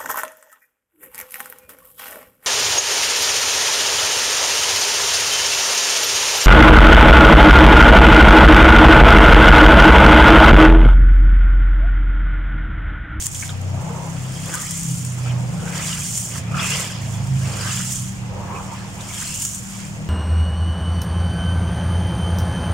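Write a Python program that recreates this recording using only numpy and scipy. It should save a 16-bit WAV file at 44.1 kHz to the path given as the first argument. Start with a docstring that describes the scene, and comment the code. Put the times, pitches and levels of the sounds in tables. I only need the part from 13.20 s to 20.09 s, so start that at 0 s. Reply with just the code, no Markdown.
"""Gritty sand in a basin of muddy water

Close to the microphone, hands lift wet sand out of a basin and crumble it back in, again and again.
Moving resonances slosh and froth, ringing bubbles plop and gulp, filtered noise and clicks hiss as grains.
Far off, two engines drone as sums of orders and drift in speed; rumble and open air lie behind them.
The microphone has two closely spaced ports, partly alike in what they hear."""
import sys
import numpy as np
from scipy import signal
from scipy.fft import rfft, irfft
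from scipy.io import wavfile
from scipy.ndimage import uniform_filter1d

SR = 44100
rng = np.random.default_rng(int(sys.argv[2]) if len(sys.argv) > 2 else 0)


def to_wav(sig):
    """Store sig (one row per channel, or 1-D mono) as 16-bit WAV at the path in sys.argv[1].

    Samples outside -1..1 are clipped; the rate is SR.
    """
    pcm = np.clip(np.atleast_2d(sig), -1, 1) * 32767
    pcm = np.round(pcm).astype(np.int16)
    wavfile.write(sys.argv[1], SR, pcm.T)  # frames by channels


N = 303849
TIME = np.arange(N) / SR  # s

# Handfuls of grains raining on the water:
# [full flow t/s, relative level/dB, rise/s, hold/s, fall/s, left minus right/dB]
POURS = [(0.0, -30, .1, 0.052, 0.079, -1.5), (0.148, -32, 0.13, 0.085, 0.12, -3.5),
         (0.85, -44.5, 0.99, 0.062, 0.44, -8), (1.325, -32, 0.52, 0.35, 0.54, -1.5),
         (1.966, -50, 0.15, 0.036, 1, -17), (2.606, -29.5, 0.34, 0.42, 0.17, -2.5),
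         (3.171, -32.5, 0.18, 0.011, 0.038, -3), (3.439, -28, 0.13, 0.17, 0.15, -3),
         (3.904, -41.5, 0.63, 0.038, 0.097, -8.5), (4.551, -29.5, 0.61, 0.2, 0.23, -3.5),
         (5.433, -46.5, 0.6, 0.041, 0.92, -7), (5.987, -30.5, 0.31, 0.31, 0.24, -1.5),
         (6.465, -40, 0.2, 0.12, 0.34, -4)]
STRAY_DB = -54  # grains that keep falling from the fingers
TRICKLE_DB, TRICKLE_STRETCH = -30, 1.4  # trickle against its pour, and how many times slower it sets in
LOOSEN_DB_PER_S = 10.5  # the flow grows as the handful falls apart

# Sand plunging in and frothing: [height t/s, relative level/dB, rise/s, fall/s, ring of the bubble cloud f/Hz]
PLUNGES = [(0.02, -39.5, 0.11, 0.15, 2240), (0.27, -38.5, 0.22, 0.22, 2100), (1.35, -36, 0.88, 0.96, 2870),
           (2.08, -36.5, 0.23, 0.14, 1600), (2.57, -30.5, 0.11, 0.28, 1400), (2.71, -30.5, 0.47, 0.4, 2800),
           (3.16, -31.5, 0.13, 0.11, 1890), (3.39, -27, 0.056, 0.68, 1740), (3.54, -25.5, 0.24, 0.32, 2680),
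           (3.95, -45, 0.092, 0.28, 2900), (4.27, -34.5, 0.078, 0.14, 1480), (4.49, -28, 0.42, 0.45, 3020),
           (5.6, -41, 0.35, 0.34, 2000), (6.025, -30.5, 0.32, 0.28, 2630), (6.61, -38, 0.36, 0.19, 1260)]
FROTH_OCTAVES_PER_S = 1  # the large bubbles burst first

# A hand pushing the water about: [height t/s, level/dB, rise/s, fall/s, centre of the gurgle f/Hz]
SLOSHES = [(0.7, -35.5, 0.62, 0.63, 730), (1.3, -39.5, 0.52, 0.29, 540), (2.13, -39, 0.4, 0.8, 676),
           (2.561, -38.5, 1, 0.37, 690), (3.38, -39.5, 0.37, 0.23, 895), (3.6, -38.5, 0.97, 0.35, 544),
           (4.0, -41, 0.97, 0.48, 880), (4.34, -36, 0.27, 0.41, 560), (5.31, -35.5, 0.44, 0.61, 1010),
           (5.8, -42, 0.5, 0.55, 850), (6.87, -44, 0.64, 0.52, 674)]
GURGLE_OCTAVES_PER_S = .7  # the gurgle climbs as the hand comes up
LAPPING_DB, LAPPING_HZ = -53, 880  # the water never quite settles
ROUNDNESS = 1.065  # above 1 a gesture has a rounder top and steeper ends

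# Water closing over a pocket of air, which breaks into bubbles of one size:
# [height t/s, level/dB, fall/s, pitch f/Hz]
GULPS = [(0.66, -41, 0.38, 866), (0.83, -37, 0.13, 955), (1.342, -34, 0.065, 1540),
         (1.38, -38.5, 0.18, 1200), (1.42, -42.5, 0.35, 1956), (2.083, -41, 0.078, 2430),
         (2.48, -40, 0.2, 1485), (3.378, -28.5, 0.093, 1292), (3.444, -30, 0.18, 2603),
         (3.527, -26.5, 0.041, 2640), (4.46, -35, 0.19, 1590), (4.491, -37.5, 0.15, 1191),
         (5.16, -37, 0.12, 522), (5.19, -38.5, 0.24, 890), (5.365, -40, 0.044, 2444),
         (5.35, -35, 0.2, 1075), (5.525, -34, 0.061, 960), (6.125, -39, 0.22, 2790)]
GULP_WIDTH, GULP_BUBBLES_PER_S = 0.26, 450  # width of the ring as a share of its pitch
GULP_RISE = 1  # rise time as a share of the fall time

# Lumps that trap a pocket of air: [t/s, peak level before echoes/dB, pitch f/Hz]
PLOPS = [(0.1505, -29, 3270), (0.225, -23, 2250), (0.226, -30, 1750), (0.2927, -22.5, 3300),
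         (0.293, -30, 1410), (1.341, -19, 1474), (2.059, -29.5, 1300), (3.342, -17, 1267),
         (3.391, -22, 1120), (3.436, -23.5, 1210), (4.603, -22, 1470), (5.2975, -24, 925),
         (5.807, -32, 3650), (6.02, -26.5, 1460), (6.251, -37, 1480)]

# Crumbs snapping and spattering: [t/s, relative level/dB, decay of the spray/s]
SNAPS = [(0.0238, -10.5, .0007), (0.057, -17, 0.0054), (0.067, -9, .0014), (0.2776, -24.5, .002),
         (0.4144, -30.5, .002), (1.338, -19, 0.007), (1.352, -15.5, .0028), (1.4172, -20.5, .005),
         (1.508, -18.5, 0.0045), (1.6323, -23, .004), (1.849, -18.5, 0.0021), (2.973, -19.5, 0.013),
         (4.719, -20.5, .009), (6.2196, -16, 0.0076), (6.2497, -13.5, 0.0031), (6.195, -26, 0.018),
         (6.265, -28, 0.019), (6.345, -24, .008)]

# Speed of the engine that gathers pace throughout: [t/s, turning rate f/Hz]
CLIMBING_SPEED = [(0.0, 30.2), (0.72, 32.0), (1.7, 33.7), (2.5, 35.1), (3.9, 36.6), (4.8, 37.8),
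                  (6.88, 38.9)]
# Its boom, swelling and shifting among the low orders: [t/s, level/dB, centre of the boom f/Hz]
CLIMBING_BOOM = [(0.0, -41.5, 92), (0.3, -28.5, 87.7), (0.57, -23, 86), (0.68, -28, 183.6),
                 (1.06, -26.5, 135.5), (1.32, -29.5, 163), (1.42, -36.5, 148), (1.72, -27, 174),
                 (1.96, -41, 166), (2.44, -26, 174), (3.15, -44.5, 168), (3.35, -26.5, 165),
                 (3.6, -37, 174), (4.1, -33, 191), (5.502, -36, 183), (6.3, -42, 196), (6.779, -32, 176)]
# Speed of the engine that comes in later and slows down: [t/s, turning rate f/Hz]
SLOWING_SPEED = [(1.6, 32.0), (1.96, 30.8), (2.28, 30.5), (3.4, 28.2), (4.52, 25.7), (5.4, 22.5),
                 (5.8, 22.0)]
# Its boom: [t/s, level/dB, centre of the boom f/Hz]
SLOWING_BOOM = [(1.5, -52, 125), (1.72, -23, 127), (1.95, -27.5, 122), (2.13, -21, 120),
                (2.371, -27, 137.6), (2.52, -37.5, 148), (2.72, -30.5, 154), (3.031, -34, 116),
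                (3.2, -29, 92), (3.37, -24.5, 133.5), (3.68, -36, 125), (3.83, -26, 124), (3.98, -27, 119),
                (4.13, -20.5, 137), (4.36, -26.5, 113), (4.7, -32.5, 133), (5.2, -31.5, 107),
                (6.0, -40.5, 110)]
# Orders of both engines: [multiple of the turning rate, level outside the boom/dB]
ENGINE_ORDERS = [(2, -14), (3, 1), (4, 2.5), (5, -1), (6, -7), (7, -20), (8, -14), (9, -15)]
BOOM_OCTAVES, BOOM_DB = 0.13, 11.5  # width of the boom, and how far it lifts an order
ENGINE_LOW_CUT_HZ = 83  # orders that sink below this fade

# Spectral colours of grains, bubbles, stirred water, exhaust and open air: [f/Hz, relative level per Hz/dB]
GRIT_COLOUR = [(1470, -63), (2500, -22), (3130, -7.5), (3790, -14), (4260, -13.5), (5320, -4.5), (6560, 2),
               (7190, 6), (7770, 0.5), (8590, 1.5), (9950, -7), (10800, -11.5), (12900, -15.5),
               (14700, -19), (15800, -15)]
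FROTH_COLOUR = [(450, -37), (850, 0), (1200, 0.5), (1950, 0), (2700, 0), (3350, 1.5), (3800, -7.5),
                (5300, 2.5), (7500, -22), (12000, -45)]
SLOSH_COLOUR = [(340, 5), (470, 6.5), (650, 5), (950, 3), (1250, -0.5), (1700, -8), (3000, -9), (6000, -27)]
RUMBLE_COLOUR = [(25, -15.5), (52, -2.5), (68, -5.5), (110, -1.5), (160, -2.5), (205, -3), (250, -19.5),
                 (330, -16.5), (600, -47.5)]
AIR_COLOUR = [(160, 4), (280, 7), (399, -26), (696, -6), (2730, -7), (4030, -15), (7030, -8), (10900, -61),
              (14800, -46), (15800, -39)]

# How alike the two ports hear: [f/Hz, likeness 0-1]
PORT_LIKENESS = [(120, .78), (250, .8), (500, .62), (1200, .68), (2500, .48), (5000, .48), (7000, .72),
                 (12000, .86)]
# Balance of the two ports: [f/Hz, left minus right/dB]
PORT_BALANCE = [(100, -2.5), (1500, -2.5), (2600, 0.5), (3600, -0.5), (5000, 0), (6500, -6), (7400, 1.5),
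                (7750, 0), (8600, 12.5), (10000, 4.5), (13000, 2.5)]
EDGE_HZ = 15800  # upper band limit of the recorder


def grit(level_db, pan_db):
    """Wet grains hiss and raise tiny bubbles, dry ones prickle; each falls in its own uneven clumps."""
    fizz = bubbles(4000, 12000, per_s=1200, cycles=16, rise=.02, spread_db=1.2, count=14)
    wet = coloured(rng.standard_normal((2, N)) + 0.36 * fizz, GRIT_COLOUR)
    wet = wet * amp(-2.0 + 1.84 * drift(rate_hz=25))
    dry = dry_grains(impacts(per_s=2200, spread_db=1.0))
    dry = dry * amp(-3.5 + 1.6 * drift(rate_hz=60))
    return (wet + dry) * amp(level_db + np.array([pan_db, -pan_db]) / 2)


def sand_flow():
    """Level and side (dB) of the falling grains: each handful trickles, pours and runs out."""
    power = np.full(N, amp(STRAY_DB) ** 2)
    side = np.zeros(N)
    for s, db, rise, hold, fall, side_db in POURS:
        loosen_db = LOOSEN_DB_PER_S * (np.clip(TIME - s, 0, hold) - hold / 2)
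        pour = swell(TIME, s, rise, fall, hold)
        trickle = amp(TRICKLE_DB) ** 2 * swell(TIME, s, rise * TRICKLE_STRETCH, fall, hold)
        part = amp(db + loosen_db) ** 2 * (pour + trickle)
        power = power + part
        side = side + part * side_db
    return 10 * np.log10(power), side / power


def dry_grains(x):
    """Dry grains strike more brightly than wet ones."""
    return coloured(x - 0.71 * np.roll(x, 1, axis=1), GRIT_COLOUR)


def froth():
    """Plunging sand sheds its air as a swarm of small bubbles."""
    cloud = bubbles(927.6, 5766, per_s=4500, cycles=9.3, rise=0.017, spread_db=0.1, count=28)
    swarm = cloud + 1.6 * impacts(12000, spread_db=1.6)
    moving = churn(swarm, FROTH_COLOUR, PLUNGES, FROTH_OCTAVES_PER_S,
                   ring_db=3.5, octaves=0.57, patchy_db=2.5)
    return amp(-3.0) * moving


def slosh():
    """The hands drag through the water and fold large bubbles into it; a few ring on as gurgles."""
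    cloud = bubbles(281.6, 3094, per_s=2500, cycles=3.55, rise=0.098, spread_db=0.5, count=24)
    gurgles = bubbles(451.7, 2665, per_s=350, cycles=14.9, rise=0.0373, spread_db=1.0, count=16)
    stirred = .5 * cloud + .25 * gurgles + rng.standard_normal((2, N))
    moving = churn(stirred, SLOSH_COLOUR, SLOSHES, GURGLE_OCTAVES_PER_S,
                   ring_db=5.5, octaves=0.66, patchy_db=1.0)
    return moving * amp([[1.7], [-1.7]])  # leans left


def gulps():
    """Bubbles of one size are born unevenly and ring together; their pitch climbs as they rise."""
    out = np.zeros((2, N))
    t = np.arange(SR) / SR - .5
    for s, db, fall, hz in GULPS:
        born = rng.random((2, SR)) < GULP_BUBBLES_PER_S / SR
        births = np.exp(2j * np.pi * rng.random((2, SR))) * born  # each with its own phase
        keep = np.exp(-np.pi * GULP_WIDTH * hz / SR)
        rings = signal.lfilter([1], [1, -2 * keep, keep ** 2], births)
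        rings = rings / (abs(rings) + 1e-9) ** .5  # the pocket feeds them at an even pace
        turns = np.cumsum(hz * 2 ** (GURGLE_OCTAVES_PER_S * t)) / SR
        ring = unit((rings * np.exp(2j * np.pi * turns)).real)
        envelope = np.sqrt(swell(t, 0, GULP_RISE * fall, fall))
        add(out, s + t[0], amp(db) * envelope * ring)
    return np.sqrt(2) * irfft(ports(rfft(out), np.fft.rfftfreq(N, 1 / SR)), N)


def plops():
    """Each lump opens one large bubble, then a short flurry of bubbles of nearly the same size."""
    out = np.zeros((2, N))
    for s, db, hz in PLOPS:
        flurry = np.zeros((2, SR // 4))
        add(flurry, 0, np.ones((2, 1)) * bubble(hz, cycles=6.6, rise=0.0057))
        for delay, (size, left, right) in zip(rng.gamma(2, size=14), rng.standard_normal((14, 3))):
            port_gain = 1 + 1.24 * np.array([[left], [right]])
            small = bubble(hz * 1.15 ** size, cycles=5, rise=0.01)
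            add(flurry, delay * .006, .45 * np.exp(-delay / 2) * port_gain * small)
        add(out, s, amp(db) * flurry / abs(flurry).max())
    return out


def snaps():
    """A crumb bursts: a spray of dry grit and a wet splat that fade over milliseconds."""
    out = np.zeros((2, N))
    t = np.arange(4096) / SR
    for s, db, decay in SNAPS:
        spray = dry_grains(rng.standard_normal((2, len(t))))
        splat = amp(-17.0) * coloured(rng.standard_normal((2, len(t))), FROTH_COLOUR)
        envelope = (1 - np.exp(-5 * t / decay)) * np.exp(-t / decay)
        add(out, s, amp(db) * (spray + splat) * envelope)
    return out


def basin(x, t60, wet_db):
    """The basin wall and the ground return a brief scatter of echoes, 60 dB down after t60 seconds."""
    t = np.arange(SR // 5) / SR
    sparse = rng.standard_normal((2, len(t))) * (rng.random((2, len(t))) < .05)
    taps = sparse * amp(-60 * t / t60) * (t > .002)
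    echoes = signal.oaconvolve(x, taps / np.linalg.norm(taps[0]), axes=1)[:, :N]
    return x + amp(wet_db) * echoes


def engines():
    """Two far engines, one to each side, over their exhaust rumble."""
    climbing = engine(CLIMBING_SPEED, CLIMBING_BOOM, wobble=0.012, flutter_db=2.0, side_db=3.0, lead_rad=0.13)
    slowing = engine(SLOWING_SPEED, SLOWING_BOOM, wobble=0.0063, flutter_db=2.33, side_db=-3.0, lead_rad=0.039)
    rumble = amp(-38.0) * coloured(rng.standard_normal((2, N)), RUMBLE_COLOUR)
    return climbing + slowing + rumble


def engine(speed, boom, wobble, flutter_db, side_db, lead_rad):
    """Only the low orders carry this far; a shifting boom lifts them in turn, and each wavers a little."""
    hz, = curves(speed, TIME)
    level_db, boom_hz = curves(boom, TIME)
    turns = np.cumsum(hz * (1 + wobble * drift(rate_hz=16.4))) / SR
    # the left port leads in phase by a drifting amount
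    lead = np.array([[1], [-1]]) * (lead_rad + 0.098 * drift(rate_hz=1.9))
    knots = np.linspace(0, TIME[-1], N // 3000)
    out = np.zeros((2, N))
    power = np.zeros(N)  # the orders share the engine's level
    for k, db in ENGINE_ORDERS:
        lift = np.exp(-.5 * (np.log2(k * hz / boom_hz) / BOOM_OCTAVES) ** 2)
        gain = amp(db + BOOM_DB * lift)
        gain = gain / np.sqrt(1 + (ENGINE_LOW_CUT_HZ / (k * hz)) ** 10)
        flutter = amp(flutter_db * np.interp(TIME, knots, rng.standard_normal(len(knots))))
        # nearly in step, so each firing throbs
        phase = 2 * np.pi * (k * turns + rng.random() / 3) + lead
        out += gain * flutter * np.sin(phase)
        power += gain ** 2
    return amp(level_db + np.array([[side_db], [-side_db]]) / 2) * out / np.sqrt(power / 2)


def open_air():
    """Distant sound comes from all sides, so it differs more between the ports."""
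    air = coloured(rng.standard_normal((2, N)), AIR_COLOUR)
    band = signal.butter(1, [400, 4000], "bandpass", fs=SR, output="sos")
    diffuse = signal.sosfilt(band, air[0] - air[1])
    return amp(-45) * (air + 1.1 * np.array([diffuse, -diffuse]))


def churn(x, colour, rows, octaves_per_s, ring_db, octaves, patchy_db):
    """Water in motion: a colour, a broad moving resonance, and patches where bubbles bunch up."""
    hz, t, z = signal.stft(x, SR, nperseg=512, noverlap=384)
    hz = hz[:, None]
    level_db, ring_hz = strokes(rows, t, octaves_per_s)
    ring = np.exp(-.5 * (np.log2((hz + 1) / ring_hz) / octaves) ** 2)
    patches = uniform_filter1d(rng.standard_normal(z.shape[1:]), size=5, axis=0)
    patches = unit(uniform_filter1d(patches, size=9, axis=1))
    shape = amp(read(colour, hz) + ring_db * ring)
    shape = shape / np.linalg.norm(shape, axis=0) * amp(patchy_db * patches)
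    y = signal.istft(ports(z, hz) * shape, SR, nperseg=512, noverlap=384)[1][:, :N]
    return y / np.std(y.mean(0)) * amp(np.interp(TIME, t, level_db))


def strokes(rows, t, octaves_per_s):
    """Level (dB) and ring (Hz) of stirred water: the strokes add up, and the strongest sets the pitch."""
    power = np.full(len(t), amp(LAPPING_DB) ** 2)
    pitch = power * np.log2(LAPPING_HZ)
    for s, db, rise, fall, hz in rows:
        part = amp(db) ** 2 * swell(t, s, rise, fall)
        power = power + part
        pitch = pitch + part * (np.log2(hz) + octaves_per_s * (t - s))
    return 10 * np.log10(power), 2 ** (pitch / power)


def swell(t, s, rise, fall, hold=0):
    """Power of one gesture: it grows by 20 dB in the rise time, holds, and loses 20 dB in the fall time."""
    away = np.maximum(s - t, 0) / rise + np.maximum(t - s - hold, 0) / fall
    return amp(-20 * away ** ROUNDNESS) ** 2


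def bubble(hz, cycles, rise):
    """A pocket of air rings for some cycles and rises in pitch as it nears the surface."""
    age = np.arange(int(5 * cycles / hz * SR)) * hz / cycles / SR  # in decay times
    tone = np.sin(2 * np.pi * cycles * (age + rise * age ** 2 / 2))
    return tone * np.exp(-age) * (1 - np.exp(-8 * age))


def bubbles(low_hz, high_hz, per_s, cycles, rise, spread_db, count):
    """A cloud of bubbles of many sizes, each born at its own moments."""
    births = impacts(per_s, spread_db)
    kind = rng.integers(0, count, N)
    out = np.zeros((2, N))
    for k, hz in enumerate(np.geomspace(low_hz, high_hz, count)):
        ring = bubble(hz, cycles, rise)[None]
        out += hz * signal.oaconvolve(births * (kind == k), ring, axes=1)[:, :N]
    return unit(out)


def impacts(per_s, spread_db):
    """Two trains of clicks at random moments: many small, a few large."""
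    size = amp(spread_db * np.minimum(rng.exponential(1, N), 5))
    return unit(rng.standard_normal((2, N)) * size * (rng.random(N) < per_s / SR))


def drift(rate_hz):
    """Slow chance of rms 1, up to the given rate."""
    lowpass = 1 + (np.fft.rfftfreq(N, 1 / SR) / rate_hz) ** 4
    return unit(irfft(rfft(rng.standard_normal(N)) / lowpass, N))


def coloured(x, colour):
    """Gives a pair of signals a fixed colour at the ports; their mean has rms 1."""
    hz = np.fft.rfftfreq(x.shape[1], 1 / SR)
    y = irfft(ports(rfft(x) * amp(read(colour, hz)), hz), x.shape[1])
    return y / np.std(y.mean(0))


def ports(z, hz):
    """Two unrelated spectra become the partly alike signals at the two microphone ports."""
    same = np.clip(read(PORT_LIKENESS, hz), 0, .99)
    mid = np.sqrt(1 + same) * z[0]
    side = np.sqrt(1 - same) * z[1]
    lean = amp(read(PORT_BALANCE, hz) / 2)
    pair = np.array([(mid + side) * lean, (mid - side) / lean])
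    return pair / np.sqrt(lean ** 2 + lean ** -2 + 2 * same)


def amp(db):
    """Decibels to gain."""
    return 10 ** (np.asarray(db) / 20)


def unit(x):
    """Scales to rms 1."""
    return x / np.sqrt(np.mean(x ** 2) + 1e-20)


def read(points, hz):
    """A spectrum table on a log-frequency axis."""
    f, value = np.transpose(points)
    return np.interp(np.log(hz + 1), np.log(f + 1), value)


def curves(rows, t):
    """Each column of a curve table at the times t."""
    s, *columns = np.transpose(rows)
    return [np.interp(t, s, c) for c in columns]


def add(mix, s, sound):
    """Mixes a stereo sound in at time s."""
    part = mix[:, max(round(s * SR), 0):][:, :sound.shape[1]]
    part += sound[:, :part.shape[1]]


def scene():
    """The work in the basin close by, over the far engines and the open air."""
    flow_db, side_db = sand_flow()
    work = grit(flow_db, side_db) + froth() + slosh() + gulps() + plops() + snaps()
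    return basin(work, t60=.1, wet_db=-11) + engines() + open_air()


def record(dry):
    """The recorder's band limit: a steep low-pass filter."""
    lowpass = signal.firwin(511, EDGE_HZ, window=("kaiser", 9), fs=SR)
    return signal.oaconvolve(dry, lowpass[None], "same")


dry = scene()
out = record(dry)
to_wav(out)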